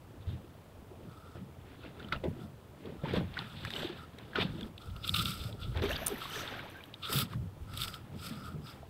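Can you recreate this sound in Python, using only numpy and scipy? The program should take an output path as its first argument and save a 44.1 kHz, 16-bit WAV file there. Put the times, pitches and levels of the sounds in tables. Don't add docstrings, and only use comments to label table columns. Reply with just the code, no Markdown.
import sys
import numpy as np
from scipy.fft import rfft, irfft, next_fast_len
from scipy.io import wavfile
from scipy.ndimage import uniform_filter1d, map_coordinates

SR = 44100
rng = np.random.default_rng(int(sys.argv[2]) if len(sys.argv) > 2 else 0)


def transcribe(signal):
    frames = np.atleast_2d(signal).T
    limited = np.clip(frames, -1, 1)
    pcm = np.round(limited * 32767).astype(np.int16)
    wavfile.write(sys.argv[1], SR, pcm)


N = 392049

# (s, peak dB, low part dB, treble part dB)
SNAPS = [(1.996, -45, 6, -30), (2.027, -40, -18, -30), (2.085, -41, -6, -22), (2.125, -18.5, -29, -47),
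         (2.2397, -40, -13, -33), (2.8554, -39, -13, -27), (3.1348, -36, 11, -32), 
         (3.3403, -33, -7, -35), (3.3887, -24.5, -6, -34), (3.65, -32.5, 11.5, -16),
         (3.704, -28, 4, -40), (3.736, -25, -21, -36), (3.755, -32, 8, -34), (3.795, -34, 0, -22), (3.82, -36, 4, -18), (4.185, -38.5, 8, -31),
         (4.357, -23, -26, -41), (4.609, -34.5, 5, -39), 
         (4.778, -35, -21, -19), (4.963, -38, -18, -13), (5.045, -28, -21, -26), (5.0762, -22.5, -23, -9),
         (5.092, -20.5, -30, -10), (5.143, -22, -32, -20), (5.1608, -20, -26, -17), (5.1941, -22, -28, -23),
         (5.2555, -21.5, -20, -26), (5.437, -31, 1, -23), (5.5258, -37.5, -25.5, -33), (5.7726, -32, 6, -40),
         (5.8201, -25, -6, -40), (5.892, -27, -4, -37), 
         (6.4752, -29, -13, -27), (6.5904, -35, -15, -23), (6.837, -38, -14, -14),
         (6.9392, -28.5, -46, -36), (7.072, -29, -30, -27), (7.1871, -16.5, -36, -7),
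         (7.7362, -35, 2, -9), (7.774, -27.5, -22, -4), (7.803, -25.5, -25, -9), (7.817, -25, -24, -8),
         (7.8344, -24.5, -20, -6), (7.88, -28.5, -14, -15), (7.94, -28, -6, -26), 
         (8.669, -41, -12, -22)]
# (s, peak dB, pitch Hz, t60 s)
THUMPS = [(0.271, -19.5, 81.5, 0.052), (.91, -36.5, 378, 0.093), (1.352, -28, 119, 0.095), (2.122, -29, 145, 0.18), (2.255, -19.5, 358, 0.096), (2.26, -34, 92, 0.063),
          (2.847, -31, 450, 0.11), (3.036, -14, 152, 0.051), (3.169, -21.5, 185.3, 0.18), (3.846, -17.5, 340, 0.048), (3.897, -22, 351, 0.064),
          (4.385, -9, 408, 0.032), (4.447, -17.5, 195, 0.09), (4.541, -37, 329, 0.5), (4.621, -27.5, 218, 0.21), (4.877, -27.5, 89, 0.12),
          (5.404, -22, 75, 0.13), (5.452, -25.5, 109.6, 0.25), (5.68, -21.5, 124.4, 0.12), (5.763, -22, 81, 0.3),
          (5.836, -16, 402, 0.12), (6.102, -25.5, 407, 0.17), (6.361, -29, 417, 0.11), (7.095, -29.5, 427, 0.09), (7.153, -16.5, 139.6, 0.23), (7.358, -21.5, 113, 0.21),
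          (7.427, -21, 85, 0.053), (8.122, -29, 105, 0.066), (8.309, -22, 235, 0.078), (8.541, -29.5, 149, 0.38)]
HISS = [(15, -49), (25, -16), (70, -0.5), (108, -3), (1100, -14.5), (1260, -18.5), (1740, -26.5), (3340, -28), (5570, -32.5),
        (14800, -33.5), (16000, -30)]
HISS_DB = -58.5
RUMBLE = [(30, -37), (55, -13.5), (85, 5), (140, -1), (200, -11), (320, -28), (600, -58)]  # (Hz, dB per Hz)
GURGLE = [(100, -13), (200, 2), (350, 2), (600, 0.5), (1000, -7), (1600, -69), (3000, -80)]  # (Hz, dB per Hz)
SPLASH = [(400, 7.5), (900, 4.5), (1250, -0.5), (1600, 2), (2150, -1.5), (2700, -1), (3500, 0), (5000, -11), (6500, -26), (12000, -55), (16000, -28)]  # (Hz, dB per Hz)
CAVITY = [(1251, 130, 0)]  # (Hz, width Hz, dB)
SHELL = [(2680, 580, -4), (3430, 365, 3.5), (3692, 370, 3), (4350, 860, -9)]  # (Hz, width Hz, dB)
HOUSING = [(2270, 440, 5.5), (3570, 440, -1.5), (4260, 770, 5.5), (5010, 740, 9.5), (7940, 600, 6.5), (9280, 1450, 0),
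           (11300, 290, 4.5), (12800, 650, 2), (14600, 1500, -1.5)]
TOP_HZ = 15750
# (s, peak dB, pitch Hz, t60 s)
PLOPS = [(1.355, -38, 580, 0.016), (1.836, -44, 1420, 0.034), (1.834, -49, 2590, .05), (1.86, -45.5, 2740, .025), (2.002, -35.5, 1450, 0.015), (2.088, -39, 1340, 0.023),
         (2.125, -22, 1410, 0.032), (2.238, -27, 523, 0.065), (3.036, -29, 540, 0.025), (3.056, -35, 907, 0.063),
         (3.37, -26, 1490, 0.029), (3.377, -26, 1910, 0.017), (3.671, -33, 2420, .015), (3.715, -30, 3700, .012), (3.794, -32, 3400, .015), (3.832, -17.5, 590, 0.0053), (4.333, -39, 1630, 0.034),
         (4.356, -24, 1464, 0.04), (5.907, -26, 1740, 0.029), (6.217, -35.5, 1310, 0.069), (6.255, -36, 1130, 0.044),
         (6.356, -32, 1740, 0.047), (6.406, -36, 1356, 0.051), (6.593, -37, 1550, 0.067), (7.334, -23, 1120, 0.01), (8.772, -46.5, 800, 0.033), (8.83, -42.5, 675, 0.044), (2.124, -14.5, 2070, 0.0095), (2.16, -37, 2800, 0.017), (2.2388, -41, 2010, 0.025),
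                         (2.2534, -43, 1990, 0.028), (3.7623, -29, 2990, 0.031), (5.9298, -30, 3100, 0.022),
                         (6.5929, -31, 2250, 0.015), (2.046, -38.5, 3060, 0.019), (4.378, -30, 1390, 0.036), (4.384, -38, 3500, .025), (4.413, -27, 2460, .03), (4.63, -31, 3360, 0.014),
         (5.915, -28, 2710, 0.021), (5.964, -28, 4600, 0.012), (5.982, -35, 1660, .03), (6.157, -34.5, 1900, 0.021),
         (6.307, -38, 3000, 0.033), (6.332, -33, 3100, .025), (6.54, -40, 1570, .04), (6.788, -44, 1620, 0.037), (6.806, -45, 2380, 0.039)]
# (s, peak dB, first Hz, last Hz, length s)
RISERS = [(3.646, -46, 940, 1590, 0.0088), (3.652, -42, 1540, 2000, 0.014), (5.897, -34.5, 510, 775, 0.03), (6.01, -37, 578, 734, 0.031), (6.63, -47, 470, 1066, 0.048), (6.745, -46, 1480, 1654, 0.039)]
# (s, peak dB, pitch Hz)
TICKS = [(5.915, -29, 8420), (6.064, -14, 9300), (6.0682, -7, 8840), (6.073, -17, 5960), (6.081, -11, 10460),
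         (6.301, -34, 12500), (6.701, -40, 8800), (6.771, -44, 14700), (6.857, -42, 14000)]
# (s, level dB, level of the lower fizz dB)
SPRAY = [[(3.6, -68, -80), (3.7, -73, -80), (3.82, -60, -66), (3.9, -76, -80)],
         [(5.82, -66, -66), (5.92, -60, -61), (6.12, -58, -69), (6.25, -63, -70), (6.36, -63, -54), (6.43, -59, -53), (6.46, -70, -66), (6.6, -70, -75), (6.9, -75, -84)]]
FIZZ = [[(7700, 910, 4.5), (13000, 890, 4)], [(11500, 2000, 4), (14300, 2000, 2)]]
FIZZ_LOW = [(5950, 1100, 0)]  # (Hz, width Hz, dB)
# (s, buffet dB)
WIND = [(0.0, -64), (0.3, -61), (0.59, -63), (1.93, -67), (2.25, -52), (2.65, -76), (3.12, -48), (4.18, -87),
        (4.51, -58), (4.75, -66), (4.9, -49), (5.22, -51), (5.4, -50), (5.84, -40.5), (6.0, -50),
        (6.86, -78), (7.87, -51), (8.1, -65), (8.89, -62)]
BUFFET = [(15, -21), (35, -20), (55, -9), (90, -18), (200, -64)]  # (Hz, dB per Hz)
SKIRT = [(3740, 3600, 0)]
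# (s, rise s, hold s, fall s, boom dB, gurgle dB, splash dB)
SLAPS = [(.28, 0.04, 0.025, 0.29, -51, -54.5, -58.5), (.91, 0.023, 0.028, 0.063, -59, -52.5, -77), (1.04, 0.11, 0.013, 0.043, -51.5, -55, -63), (1.36, 0.036, 0.013, 0.079, -42.5, -52, -57), (1.69, 0.15, 0.057, .05, -67, -63, -56.5),
         (1.85, 0.068, 0.012, 0.075, -53, -55, -49.5), (2.0, 0.13, 0.037, 0.18, -51.5, -51, -55), (2.125, 0.0098, 0.0053, 0.057, -47, -40.5, -37.5),
         (2.242, 0.012, 0.0047, 0.055, -31, -32, -47), (2.39, 0.52, 0.027, 0.058, -45.5, -53, -60), (2.86, 0.15, 0.015, 0.31, -50, -47.5, -54.5),
         (3.04, 0.006, 0.035, 0.05, -37.5, -43.5, -45.5), (3.086, .006, .025, .05, -41, -44.5, -40), (3.138, 0.015, 0.039, 0.086, -33, -35, -38.5), (3.38, 0.096, 0.025, 0.12, -44, -71, -40.5),
         (3.65, 0.28, 0.031, 0.15, -47.5, -61, -48.5), (3.755, 0.088, 0.075, 0.29, -51, -47.5, -42), (4.2, 0.075, 0.0099, 0.18, -54, -51, -52.5),
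         (4.357, 0.012, 0.073, 0.011, -37, -45, -33.5), (4.44, 0.15, 0.015, 0.17, -37, -48, -47), (4.58, 0.11, 0.082, 0.071, -53.5, -49.5, -59),
         (5.17, 0.19, 0.049, 0.19, -41, -51.5, -72), (5.44, 0.37, 0.058, 0.32, -61, -53, -62),
         (5.762, 0.031, 0.038, 0.017, -57, -42.5, -40.5), (5.823, 0.01, 0.03, 0.1, -52, -35.5, -38),
         (5.892, 0.019, 0.05, 0.5, -48.5, -54, -38.5), (6.12, 0.1, 0.023, 0.081, -67, -42, -54), (6.22, 0.29, 0.053, 0.31, -66, -70.5, -46.5), (6.35, 0.098, 0.18, 0.41, -69, -58, -41),
         (7.11, 0.054, 0.09, 0.094, -37.5, -47.5, -41), (7.33, 0.05, 0.007, 0.034, -55, -64, -47), (7.81, 0.2, 0.033, 0.48, -57, -59.5, -52.5),
         (8.13, 0.059, 0.016, 0.045, -39, -51, -62), (8.3, 0.19, 0.03, 0.28, -45, -59.5, -52.5), (8.56, 0.3, 0.011, 0.094, -46, -54, -67),
         (8.68, 0.072, 0.032, 0.22, -58, -68, -53)]
CALM_DB = [-70, -60.5, -65]
BOOM_LAG_S, GURGLE_LAG_S = 0.039, 0.002
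# (s, rise s, hold s, fall s, cavity dB, creak dB,
# rustle dB)
STROKES = [(.212, .012, .03, .03, -73, -59.5, -86), (.27, .008, 0.044, .06, -70, -53.5, -86), (1.12, 0.1, 0.24, 0.075, -58, -67, -74), (1.85, 0.17, 0.012, 0.076, -67, -58, -85),
           (2.02, 0.18, 0.069, 0.074, -59, -62, -80), (2.125, 0.0066, 0.0038, 0.037, -32, -47, -66), (2.42, 0.12, 0.021, .07, -58, -66, -70),
           (3.06, 0.1, 0.034, 0.086, -51.5, -52, -71), (3.16, 0.051, 0.014, 0.019, -55, -39.5, -60.5), (3.38, 0.037, 0.16, .05, -55.5, -69, -69),
           (3.74, 0.4, 0.065, 0.19, -58, -43.5, -62.5), (3.97, 0.032, 0.076, 0.026, -53.5, -60, -71), (4.358, .015, .01, 0.069, -41, -58, -78),
           (4.42, 0.064, 0.0086, 0.029, -47, -35, -59), (4.64, 0.6, 0.031, 0.04, -58, -53.5, -69), (4.81, 0.041, 0.064, 0.12, -56.5, -58, -67.5),
           (4.965, 0.052, 0.01, 0.094, -50.5, -63, -71), (5.045, 0.015, 0.048, 0.011, -45.5, -41, -53.5), (5.1, 0.086, 0.066, .03, -50.5, -68, -51.5), (5.142, 0.0046, 0.082, 0.031, -38.5, -32.5, -44), (5.254, 0.02, 0.041, 0.15, -41.5, -38, -45),
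           (5.42, 0.082, 0.053, 0.088, -51.5, -48, -56.5), (5.61, 0.043, 0.0093, 0.25, -49.5, -48, -63), (5.823, 0.01, .04, .05, -48, -40.5, -61), (5.892, .012, 0.033, 0.12, -49, -42.5, -62),
           (6.066, 0.014, 0.015, 0.098, -47.5, -43.5, -53), (6.218, 0.059, 0.0088, 0.12, -60, -37.5, -57), (6.35, 0.14, 0.0097, 0.19, -45, -42.5, -51.5),
           (6.5, 0.11, 0.07, 0.19, -53, -57, -73), (7.03, 0.017, 0.075, 0.026, -42, -41.5, -65), (7.13, 0.087, 0.093, 0.032, -40.5, -38, -41),
           (7.333, 0.097, 0.0049, 0.02, -52, -56, -62), (7.69, 0.026, 0.079, .1, -53, -63, -78), (7.82, 0.1, 0.032, 0.022, -44, -38.5, -45), (7.876, 0.016, 0.009, .06, -45.5, -54, -49),
           (7.94, 0.026, 0.0053, 0.057, -45, -49, -54.5), (8.25, 0.08, 0.023, 0.074, -47, -44.5, -49), (8.36, 0.19, 0.044, .1, -53, -63, -64), (8.46, 0.076, 0.023, 0.086, -46, -55, -60.5),
           (8.668, 0.071, 0.034, 0.13, -54, -55.5, -61)]
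RESTING_DB = [-72.5, -84, -84.5]
# (s, rise s, hold s, fall s, level dB)
WHISPERS = [(5.04, 0.085, 0.44, .05, -63), (7.72, 0.038, 0.23, .06, -64), (8.2, 0.057, 0.077, .05, -63), (8.35, .05, 0.12, 0.036, -66),
            (8.65, 0.028, 0.068, .015, -60.5)]
# (s, rise s, hold s, fall s, level dB)
FOOTFALLS = [(.29, 0.066, 0.039, 0.16, -40), (1.39, .06, 0.049, 0.1, -51), (2.26, 0.069, 0.013, 0.087, -42.5), (3.19, 0.062, 0.063, 0.14, -38),
             (3.66, 0.23, 0.014, 0.085, -43.5), (4.88, 0.038, 0.49, .1, -46), (5.19, 0.15, 0.019, 0.16, -35.5), (5.41, 0.046, 0.15, 0.28, -47),
             (5.68, 0.079, 0.056, 0.18, -42.5), (5.78, 0.06, 0.052, 0.053, -40.5), (7.35, 0.071, 0.065, 0.13, -34), (7.7, 0.29, 0.084, 0.22, -43.5),
             (8.13, 0.042, 0.028, 0.083, -45.5), (8.5, 0.06, .12, 0.07, -48.5)]
SWELL_DB = -55.5
BOOM = [(40, -26), (80, -8.5), (125, -1.5), (190, -1.5), (260, -9.5), (400, -32.5), (600, -59.5)]
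AIRY = [(13400, 10000, 0)]
HARD_DB, AIR_GROWS = -41.5, 3.8


def amp(db):
    return 10 ** (np.asarray(db) / 20)


def unit(x):
    return x / np.sqrt(np.mean(x ** 2) + 1e-20)


def curves(rows):
    s, *cols = np.transpose(rows)
    return [np.interp(np.arange(N) / SR, s, c) for c in cols]


def wobble(rate):
    return map_coordinates(rng.standard_normal(int(N * 400 / SR) + 4), [np.arange(N) * min(rate, 400) / SR])


def filtered(x, response):
    m = next_fast_len(N + SR // 2)
    return irfft(rfft(x, m) * response(np.fft.rfftfreq(m, 1 / SR)), m)[:N]


def coloured(x, spectrum):
    f, db = np.transpose(spectrum)
    return filtered(x, lambda hz: amp(np.interp(np.log(hz + 1), np.log(f + 1), db)))


def ringing(x, modes):
    return filtered(x, lambda f: sum((-1) ** k * amp(db) * 1j * f * w / (c * c - f * f + 1j * f * w)
                                     for k, (c, w, db) in enumerate(modes)))


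def bubbles(count, mid_hz, spread, cycles, size_db, climb):
    draw = rng.random((count, 2))
    hz = mid_hz * np.exp(spread * rng.standard_normal((count, 1)))
    t = np.arange(600) / SR
    life = t * hz / cycles
    wave = np.sin(2 * np.pi * hz * t * (1 + climb * life)) * np.exp(-life) * (1 - np.exp(-4 * life))
    wave *= amp(-size_db * np.log(draw[:, :1] + .04))
    at = (draw[:, 1:] * N).astype(int) + np.arange(len(t))
    return unit(np.bincount(at.ravel(), wave.ravel())[:N])


def sea():
    boom_db, gurgle_db, splash_db = swells(SLAPS, CALM_DB, [BOOM_LAG_S, GURGLE_LAG_S, 0])
    boom = unit(amp(1.4 * wobble(15)) * coloured(rng.standard_normal(N), BOOM))
    big = bubbles(count=2500, mid_hz=390.4, spread=0.461, cycles=2.5, size_db=4.5, climb=0.032)
    gurgle = unit(coloured(0.34 * big + rng.standard_normal(N) * amp(3.25 * wobble(30)), GURGLE))
    small = bubbles(count=16000, mid_hz=2500, spread=0.45, cycles=3, size_db=2, climb=.03)
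    drips = bubbles(count=1500, mid_hz=2000, spread=0.35, cycles=6, size_db=3, climb=.025)
    froth = rng.standard_normal(N) * amp(2.5 * wobble(200))
    splash = unit(coloured(0.7 * small + 0.25 * drips + froth, SPLASH))
    return amp(boom_db) * boom + amp(gurgle_db) * gurgle + amp(splash_db - 3.5) * splash


def cloth():
    cavity_db, creak_db, rustle_db = swells(STROKES, RESTING_DB, np.zeros(3))
    slips = wobble(110)
    cavity = ringing(ringing(rng.standard_normal(N) * amp(0.56 * slips), CAVITY), [(1371, 143, 0)])
    creak = ringing(rng.standard_normal(N) * amp(3.6 * slips + 2.5 * wobble(30)), SHELL)
    creak = ringing(creak, SKIRT)
    rustle = ringing(rng.standard_normal(N) * amp(0.21 * slips + 2.1 * wobble(300)), HOUSING)
    air = amp(HARD_DB + AIR_GROWS * (rustle_db - HARD_DB)) * unit(ringing(ringing(rng.standard_normal(N), AIRY), AIRY))
    return air + amp(cavity_db - 3.0) * unit(cavity) + amp(creak_db - 3.5) * unit(creak) + amp(rustle_db + 0.5) * unit(rustle)


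def snaps():
    t = np.arange(SR // 20) / SR
    fade = amp(-60 * t / 0.0055) + amp(-6.5 - 60 * t / 0.02)
    fade = fade * (1 - np.exp(-t / 0.00062))
    low, mid, high = np.zeros((3, N + SR))
    for s, db, low_db, high_db in SNAPS:
        puff = rng.standard_normal((3, len(t))) * amp(db) * fade
        at = round(s * SR)
        low[at:at + len(t)] += amp(low_db + 7.0) * puff[0]
        mid[at:at + len(t)] += amp(12) * puff[1]
        high[at:at + len(t)] += amp(high_db + 5.0) * puff[2]
    treble = ringing(ringing(high[:N], HOUSING), [(10800, 3800, 0)])
    return ringing(low[:N], [(1730, 420, 0)]) + ringing(ringing(mid[:N], SHELL), SKIRT) + treble


def thumps():
    out, t = np.zeros(N + SR), np.arange(SR // 3) / SR
    for s, db, hz, t60 in THUMPS:
        turn = rng.random(2)
        ring = np.sin(2 * np.pi * hz * t) + 0.088 * np.sin(2 * np.pi * (hz * (2.3 + .5 * turn[0]) * t + turn[1]))
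        out[round(s * SR):][:len(t)] += amp(db - 6.5 - 60 * t / max(t60, .02)) * (1 - np.exp(-t / 0.003)) * ring
    return out[:N]


def plops():
    out, t = np.zeros(N + SR), np.arange(SR // 10) / SR
    shaken = lambda: 1 + .3 * uniform_filter1d(rng.standard_normal(len(t)), size=120) * np.sqrt(120)
    for s, db, hz, t60 in PLOPS:
        out[round(s * SR):][:len(t)] += amp(db - 60 * t / max(t60, .005)) * (1 - np.exp(-t / 0.00049)) * shaken() * np.sin(2 * np.pi * hz * t)
    for s, db, first_hz, last_hz, length in RISERS:
        u = np.minimum(t / length, 1)
        turns = np.cumsum(first_hz * (last_hz / first_hz) ** u) / SR
        out[round(s * SR):][:len(t)] += amp(db) * shaken() * np.sin(np.pi * u) * np.sin(2 * np.pi * turns)
    return out[:N]


def ticks():
    out, t = np.zeros(N + SR), np.arange(SR // 50) / SR
    for s, db, hz in TICKS:
        ring = np.sin(2 * np.pi * hz * t) + 1.24 * rng.standard_normal(len(t))
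        out[round(s * SR):][:len(t)] += amp(db - 7.5 - 60 * t / 0.0064) * (1 - np.exp(-t / 0.00019)) * ring
    return ringing(out[:N], [(10200, 5700, 0)])


def spray():
    out, t = np.zeros(N), np.arange(N) / SR
    for rows, fizz in zip(SPRAY, FIZZ):
        drops = rng.standard_normal((2, N)) * amp(3.5 * wobble(400) + 2.5 * wobble(45))
        high, low = (unit(ringing(ringing(d, m), m)) for d, m in zip(drops, (fizz, FIZZ_LOW)))
        db, low_db = curves(rows)
        out += ((t > rows[0][0]) & (t < rows[-1][0])) * (amp(db) * high + amp(low_db) * low)
    return out


def wind():
    return amp(curves(WIND)[0]) * unit(amp(5.4 * wobble(19)) * coloured(rng.standard_normal(N), BUFFET))


def whisper():
    band = [(4950, 460, 0)]
    level_db, = swells(WHISPERS, [-120], [0])
    return amp(level_db) * unit(ringing(ringing(rng.standard_normal(N), band), band))


def swells(rows, rest_db, lags):
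    s, rise, hold, fall, *cols = np.abs(np.transpose(rows))[..., None] + 1e-4
    t = np.arange(0, N / SR, .002)
    levels = []
    for db, rest, lag in zip(cols, rest_db, lags):
        away = np.maximum(s + lag - t, 0) / rise + np.maximum(t - s - lag - hold, 0) / fall
        power = amp(2 * rest) + amp(-2 * (db + 20 * away)).sum(axis=0)
        levels.append(np.interp(np.arange(N) / SR, t, 10 * np.log10(power)))
    return levels


def deck():
    level_db, = swells(FOOTFALLS, [SWELL_DB], [0])
    return amp(level_db) * unit(amp(1.6 * wobble(28)) * coloured(rng.standard_normal(N), RUMBLE))


def scene():
    hiss = amp(HISS_DB) * unit(coloured(rng.standard_normal(N), HISS))
    return (sea() + deck() + wind() + cloth() + snaps() + thumps() + plops() + ticks() + spray() + whisper() + hiss)[None]


def record(dry):
    return filtered(dry[0], lambda hz: 1 / (1 + (hz / TOP_HZ) ** 500))[None]


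dry = scene()
out = record(dry)
transcribe(out)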